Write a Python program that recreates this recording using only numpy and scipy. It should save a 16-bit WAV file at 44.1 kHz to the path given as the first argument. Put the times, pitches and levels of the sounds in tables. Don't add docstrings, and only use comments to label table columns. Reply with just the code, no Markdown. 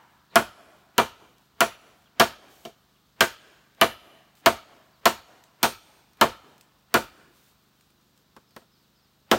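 import sys
import numpy as np
from scipy import signal
from scipy.fft import rfft, irfft
from scipy.io import wavfile
from scipy.ndimage import uniform_filter1d, minimum_filter1d

SR = 44100
rng = np.random.default_rng(int(sys.argv[2]) if len(sys.argv) > 2 else 0)


def write(x):
    x = np.atleast_2d(x).T
    wavfile.write(sys.argv[1], SR, np.round(np.clip(x, -1, 1) * 32767).astype(np.int16))


N = 413658

# t/s, relative strength/dB, pitch of the struck wall/Hz,
# boom of the hollow/dB, ring of the blade/dB, splintering/dB
BLOWS = [(0.357, 5, 1408, 1.5, -13, -4), (0.9805, -1.4, 938, -4, 0.5, -6),
         (1.6062, -2, 1387, 4.5, 0.5, -1.5), (2.1974, 1.2, 1171, 4, -1.5, 0), (3.207, 0, 1591, -2, -2, 2),
         (3.813, 3, 1212, 3.5, 4.5, -3.5), (4.46, 1.55, 1071, 4.5, -5, -2.4),
         (5.0552, -0.2, 1034, 0.5, -5, 2), (5.6298, 0.5, 952, -7.5, -5.5, 3.5),
         (6.212, 0.5, 1075, -0.5, -5, -4.5), (6.9412, -1, 1448, -10.5, -6.5, -2.5),
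         (9.3134, -2.5, 1111, -7, -5.5, -3)]
# f/Hz, level/dB, rise/s, t60/s
HILLSIDE = [(151.9, -31.5, .06, 0.91), (615, -35, 0.085, 0.96), (1270, -43, 0.098, 2),
            (3550, -29.5, 0.038, 0.81), (8110, -29.5, .05, 0.91), (15000, -37.5, .05, 1)]


def amp(db):
    return 10 ** (np.asarray(db) / 20)


def unit(x):
    return x / np.sqrt(np.mean(x ** 2) + 1e-20)


def read(points, hz):
    f, value = np.transpose(points)
    return np.interp(np.log(hz + 1), np.log(f + 1), value)


def add(mix, s, sound):
    part = mix[max(round(s * SR), 0):][:len(sound)]
    part += sound[:len(part)]


def noise(points, size):
    hz = np.fft.rfftfreq(size, 1 / SR)
    spectrum = rfft(rng.standard_normal(size))
    return unit(irfft(spectrum * amp(read(points, hz)), size))


def split(x, centres):
    hz = np.fft.rfftfreq(len(x), 1 / SR)
    spectrum = rfft(x)
    bands = []
    for weights in np.eye(len(centres)):
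        power_share = read(list(zip(centres, weights)), hz)
        bands.append(irfft(spectrum * np.sqrt(power_share), len(x)))
    return bands


def swell(t, rise, t60):
    build = 1 - np.exp(-t / np.maximum(rise, 1e-5))
    return build * np.exp(-np.log(1000) * t / t60)


def fibres(size, rough_db):
    clumps = unit(uniform_filter1d(rng.standard_normal(size), size=40))
    return unit(amp(rough_db * clumps))


def hiss():
    # f/Hz, relative level per Hz/dB
    air = [(25, -17), (48, 11.5), (70, 13.5), (130, 3), (280, 9), (550, 2), (1300, 3.5), (2200, -4.5),
           (3800, 1), (6000, -6), (10000, -13.5), (15800, -6.5)]
    return amp(-66) * noise(air, N)


def leaves():
    breeze = noise([(0, 0), (6, -6), (20, -30), (80, -140)], N)
    rustle = noise([(500, -23.5), (3500, -4.0), (7000, -8.5), (15000, -9)], N)
    return amp(-78.0) * unit_free_sway(rustle, breeze) * fibres(N, rough_db=4.5)


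def unit_free_sway(rustle, breeze):
    return rustle * amp(3 * breeze)


def engine():
    # f/Hz, relative level/dB
    engine_tone = [(25, -23), (50, -4.5), (76, -12), (101, -9.5), (126, 1), (152, 0.5), (177, -3), (202, 1),
                   (260, -10.5), (400, -17.5)]
    rate_hz = 25.3
    drift = noise([(0, 0), (1, -6), (4, -60), (20, -140)], N)
    turns = np.cumsum(rate_hz * (1 + 0.0018 * drift)) / SR
    thud = np.zeros(N)
    for k in range(1, 16):
        offset = .08 * rng.standard_normal()
        thud += amp(read(engine_tone, k * rate_hz)) * np.cos(2 * np.pi * (k * turns + offset))
    return amp(-70) * unit(thud)


def lingering(ago, db):
    earlier, out = np.zeros(2 * SR), np.zeros(N)
    add(earlier, 0, amp(db) * chop(0, *BLOWS[1][2:]))
    add(out, 0, echo(earlier, [(HILLSIDE, 0)])[round(ago * SR):])
    return out


def scatter(hz, step, bands, delay):
    centres, *columns = np.transpose(bands)
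    db, rise, t60 = (read(list(zip(centres, c)), hz)[:, None] for c in columns)
    lag = np.maximum(np.arange(0, 1.5, step) - delay, 0)
    shape = swell(lag, rise, t60) ** 2
    return amp(db) ** 2 * shape / shape.sum(1, keepdims=True)


def echo(x, places, patchy_db=1):
    frame = dict(fs=SR, nperseg=512, noverlap=384)
    hz, t, z = signal.stft(x, **frame)
    response = sum(scatter(hz, t[1], bands, delay) for bands, delay in places)
    power = signal.fftconvolve(abs(z) ** 2, response, axes=1)[:, :len(t)]
    patches = uniform_filter1d(rng.standard_normal(z.shape), size=3, axis=0)
    patches = unit(uniform_filter1d(patches, size=16, axis=1))
    grain = signal.stft(rng.standard_normal(len(x)), **frame)[2] * amp(patchy_db * patches)
    scrambled = grain * np.sqrt(abs(power) / np.mean(abs(grain) ** 2))
    return signal.istft(scrambled, **frame)[1][:len(x)]


def leaf_ticks():
    # t/s, relative level/dB
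    sharp = [(4.352, -43.5), (5.4382, -38.5), (6.5796, -43), (6.61, -36), (7.809, -45), (8.1758, -45.5)]
    faint = [(rng.random() * N / SR, -47.5) for _ in range(12)]
    out, t = np.zeros(N), np.arange(SR // 30) / SR
    for s, db in sharp + faint:
        tick = noise([(500, -11.5), (3000, 8), (7000, 4), (15000, 0)], len(t))
        add(out, s, amp(db - 9) * tick * swell(t, .0002, 0.023))
    return out


def rubbing():
    # t/s, length/s, level before the fades/dB
    rubs = [(2.448, 0.28, -60.5), (4.352, 0.07, -63), (7.298, .26, -64), (7.698, 0.22, -73)]
    out = np.zeros(N)
    for s, length, db in rubs:
        size = round(length * SR)
        rub = noise([(300, -12.5), (3000, 4), (9000, -1.0), (15000, 1.5)], size)
        rub = rub * fibres(size, rough_db=1.5)
        add(out, s, amp(db) * rub * signal.windows.tukey(size, .5))
    return out


def whistle(start_hz):
    length = 0.064 * (start_hz / 4401) ** 2.3
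    u = np.linspace(0, 1, round(length * SR))
    waver_hz = 220 * unit(uniform_filter1d(rng.standard_normal(len(u)), size=40))
    end_share = 0.67
    hz = start_hz * (1 - (1 - end_share) * u ** 2) + waver_hz
    return np.sin(2 * np.pi * np.cumsum(hz) / SR) * signal.windows.tukey(len(u), .5)


def bird():
    # t/s, start f/Hz, level/dB
    lone = [(0.295, 4270, -62), (2.052, 3370, -63.5), (2.947, 3320, -68), (4.924, 4640, -70)]
    song_s, step_s, second_s = 8.46, .24, 0.063
    song_hz, song_db, second_db = 5300, -70.5, -2
    out = np.zeros(N)
    for s, hz, db in lone:
        add(out, s, amp(db) * whistle(hz))
    for k in range(3):
        s = song_s + k * step_s
        add(out, s, amp(song_db) * whistle(song_hz))
        add(out, s + second_s, amp(song_db + second_db) * whistle(song_hz))
    return out


def swish(length, db, climb_db):
    size = round(length * SR)
    rush = noise([(60, -8), (300, 0), (1200, -2), (3000, -8), (6000, -24), (15000, -34)], size)
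    return amp(db + np.linspace(-climb_db, 0, size)) * rush


def burst(bands, t, colour, ring):
    parts = split(rng.standard_normal(len(t)), [row[0] for row in bands])
    out = np.zeros(len(t))
    for part, (hz, db, rise, t60) in zip(parts, bands):
        out += amp(db + read(colour, hz)) * unit(part) * swell(t, rise * ring, t60 * ring)
    return out


def blow(ring, wall_hz, thud, hollow, clack, bite, splinter):
    colour_hz = [520, 650, 710, 850, 1100, 1500, 3100, 6000]
    # f/Hz, relative level/dB, rise/s, t60/s (times before the ring factor)
    crack_bands = [(890, -14.5, 0.00074, 0.099), (2140, -14.5, 0.0015, 0.047), (4230, -6, 0.0035, 0.04),
                   (6000, -6, 0.00069, 0.015), (7600, -7.5, 0.0013, 0.011), (10200, -12, 0.00058, 0.025),
                   (14900, -0.5, 0.00034, 0.0056)]
    wall_bands = [(70, -32, 0.0071, 0.36), (173, -24, 0.012, 0.11), (376, -9, 0.027, 0.14),
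                  (860, -4, 0.0077, 0.11), (1590, -1, 0.025, 0.074), (2280, -13.5, 0.0018, 0.12),
                  (3700, -14.5, 0.0011, 0.14), (4860, -19.5, 0.0011, 0.11), (7700, -24.5, 0.00085, 0.13),
                  (11000, -26.5, .0004, 0.13), (14600, -19.5, .0004, 0.14)]
    modes = [(129.6, -23, 0.01, 0.15), (159, -21.5, .008, 0.13), (227, -9, 0.011, 0.13),
             (353.7, -11.5, 0.0092, 0.14), (406.4, -15, 0.0026, .12), (451, -14, 0.0093, 0.11),
             (517.4, -11.5, 0.029, 0.14), (671.4, -3, .009, .115), (693.9, -5.5, 0.008, 0.11),
             (911, -17.5, 0.012, 0.22), (958, -9, 0.0037, .1), (1095, -6.5, 0.0071, 0.051),
             (1232, -11, 0.011, .095), (1336, -11, 0.0033, 0.11), (1457, -13.5, 0.01, 0.13),
             (1650, -11, 0.0037, .085), (1768, -16, 0.0066, 0.09), (2080, -18.5, 0.0086, 0.046),
             (2356, -19, 0.0016, 0.16), (2886, -6.5, 0.002, 0.022), (3052, 0, 0.0023, 0.025)]
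    t = np.arange(SR // 3) / SR
    wood = [thud, hollow, hollow, 0, 0, clack]
    colour = list(zip(colour_hz, wood + [bite, splinter]))
    crunch_db = -1 + .4 * bite + .6 * splinter
    crunch = list(zip(colour_hz, wood + [crunch_db, splinter]))
    sound = burst(crack_bands, t, crunch, 0.77) * fibres(len(t), rough_db=6.0)
    sound += burst(wall_bands, t, crunch, ring) * fibres(len(t), rough_db=1.5)
    for hz, db, rise, t60 in modes + [(wall_hz, -6, .003, .1)]:
        detune, phase = 1 + .005 * rng.standard_normal(), rng.random()
        tone = np.sin(2 * np.pi * (hz * detune * t + phase))
        sound += amp(db + read(colour, hz)) * swell(t, rise * ring, t60 * ring) * tone
    return sound


def chop(notch, wall_hz, hollow_db, blade_db, splinter_db):
    thud_db = -0.6 + 6.5 * notch ** 7.6
    clack_db = 5.5 * np.log2(wall_hz / 890)
    return blow(1.037, wall_hz, thud_db, hollow_db, clack_db, blade_db, splinter_db)


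def tap(grip, hard_db):
    free, held = (0.9, 12.5, 14, -2), (0.5, 6, -13, 4)
    ring, thud_db, hollow_db, clack_db = (np.interp(grip, [0, 1], ends) for ends in zip(free, held))
    splinter_db = 0.31 * hard_db
    return blow(ring, 1070, thud_db, hollow_db, clack_db, hard_db, splinter_db)


def machete():
    # t/s, relative strength/dB, grip of the hand/0-1, hardness of the contact/dB
    taps = [(2.651, -37, 0.01, 12), (8.364, -40, 1, -14), (8.5633, -34.5, 0.92, -8.5),
            (8.617, -56.5, 0.4, -3)]
    out = np.zeros(N)
    for notch, (s, db, *spot) in zip(np.linspace(0, 1, len(BLOWS)), BLOWS):
        rush = swish(length=.045, db=-48, climb_db=20)
        add(out, s - len(rush) / SR, amp(db) * rush)
        add(out, s, amp(db) * chop(notch, *spot))
    for s, db, grip, hard_db in taps:
        add(out, s, amp(db) * tap(grip, hard_db))
    return amp(-1.5) * out


def scene():
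    # f/Hz, level/dB, rise/s, t60/s
    bushes = [(150, -20.5, 0.011, 0.21), (600, -23, 0.009, 0.24), (1330, -16, 0.0038, 0.29),
              (3420, -14, 0.01, .35), (8200, -4.5, 0.0016, 0.2), (15000, -12.5, 0.0055, 0.28)]
    trunks = [(1203, -65, .02, .25), (1312.6, -11, 0.011, 0.33), (1450, -68, .02, .25)]
    bank = [(157.5, -45.5, 0.039, 0.45), (335, -37.5, 0.024, .5), (710, -45, 0.014, 0.31),
            (1409, -43, 0.022, 0.4), (3936, -46.5, 0.019, .5)]
    places = [(bushes, .004), (HILLSIDE, .01), (trunks, .075), (bank, .2)]
    near = machete() + leaf_ticks() + rubbing() + bird()
    background = hiss() + leaves() + engine()
    return (near + echo(near, places) + lingering(ago=0.55, db=12.5) + background)[None]


def limit(x, ceiling_db, slope, hold, recover_db):
    over = np.maximum(20 * np.log10(abs(x) + 1e-9) - ceiling_db, 0)
    size = 2 * round(hold * SR / 2) + 1
    held = -minimum_filter1d(-over, size, origin=size // 2, mode="constant")
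    fall = np.arange(N) * recover_db / SR
    excess_db = np.maximum.accumulate(held + fall) - fall
    return x * amp(-slope * uniform_filter1d(excess_db, size=40))


def record(dry):
    x = signal.sosfilt(signal.butter(3, 48, "highpass", fs=SR, output="sos"), dry[0])
    x = limit(x, ceiling_db=-6.5, slope=0.56, hold=0.16, recover_db=78)
    full = .72
    x = x / (1 + (x / full) ** 6) ** (1 / 6)
    x = x - 0.5 * signal.lfilter(*signal.iirpeak(10300, 10, SR), x)
    band_limit = signal.firwin(401, 15950, window=("kaiser", 9), fs=SR)
    return signal.oaconvolve(x, band_limit, "same")[None]


dry = scene()
out = record(dry)
write(out)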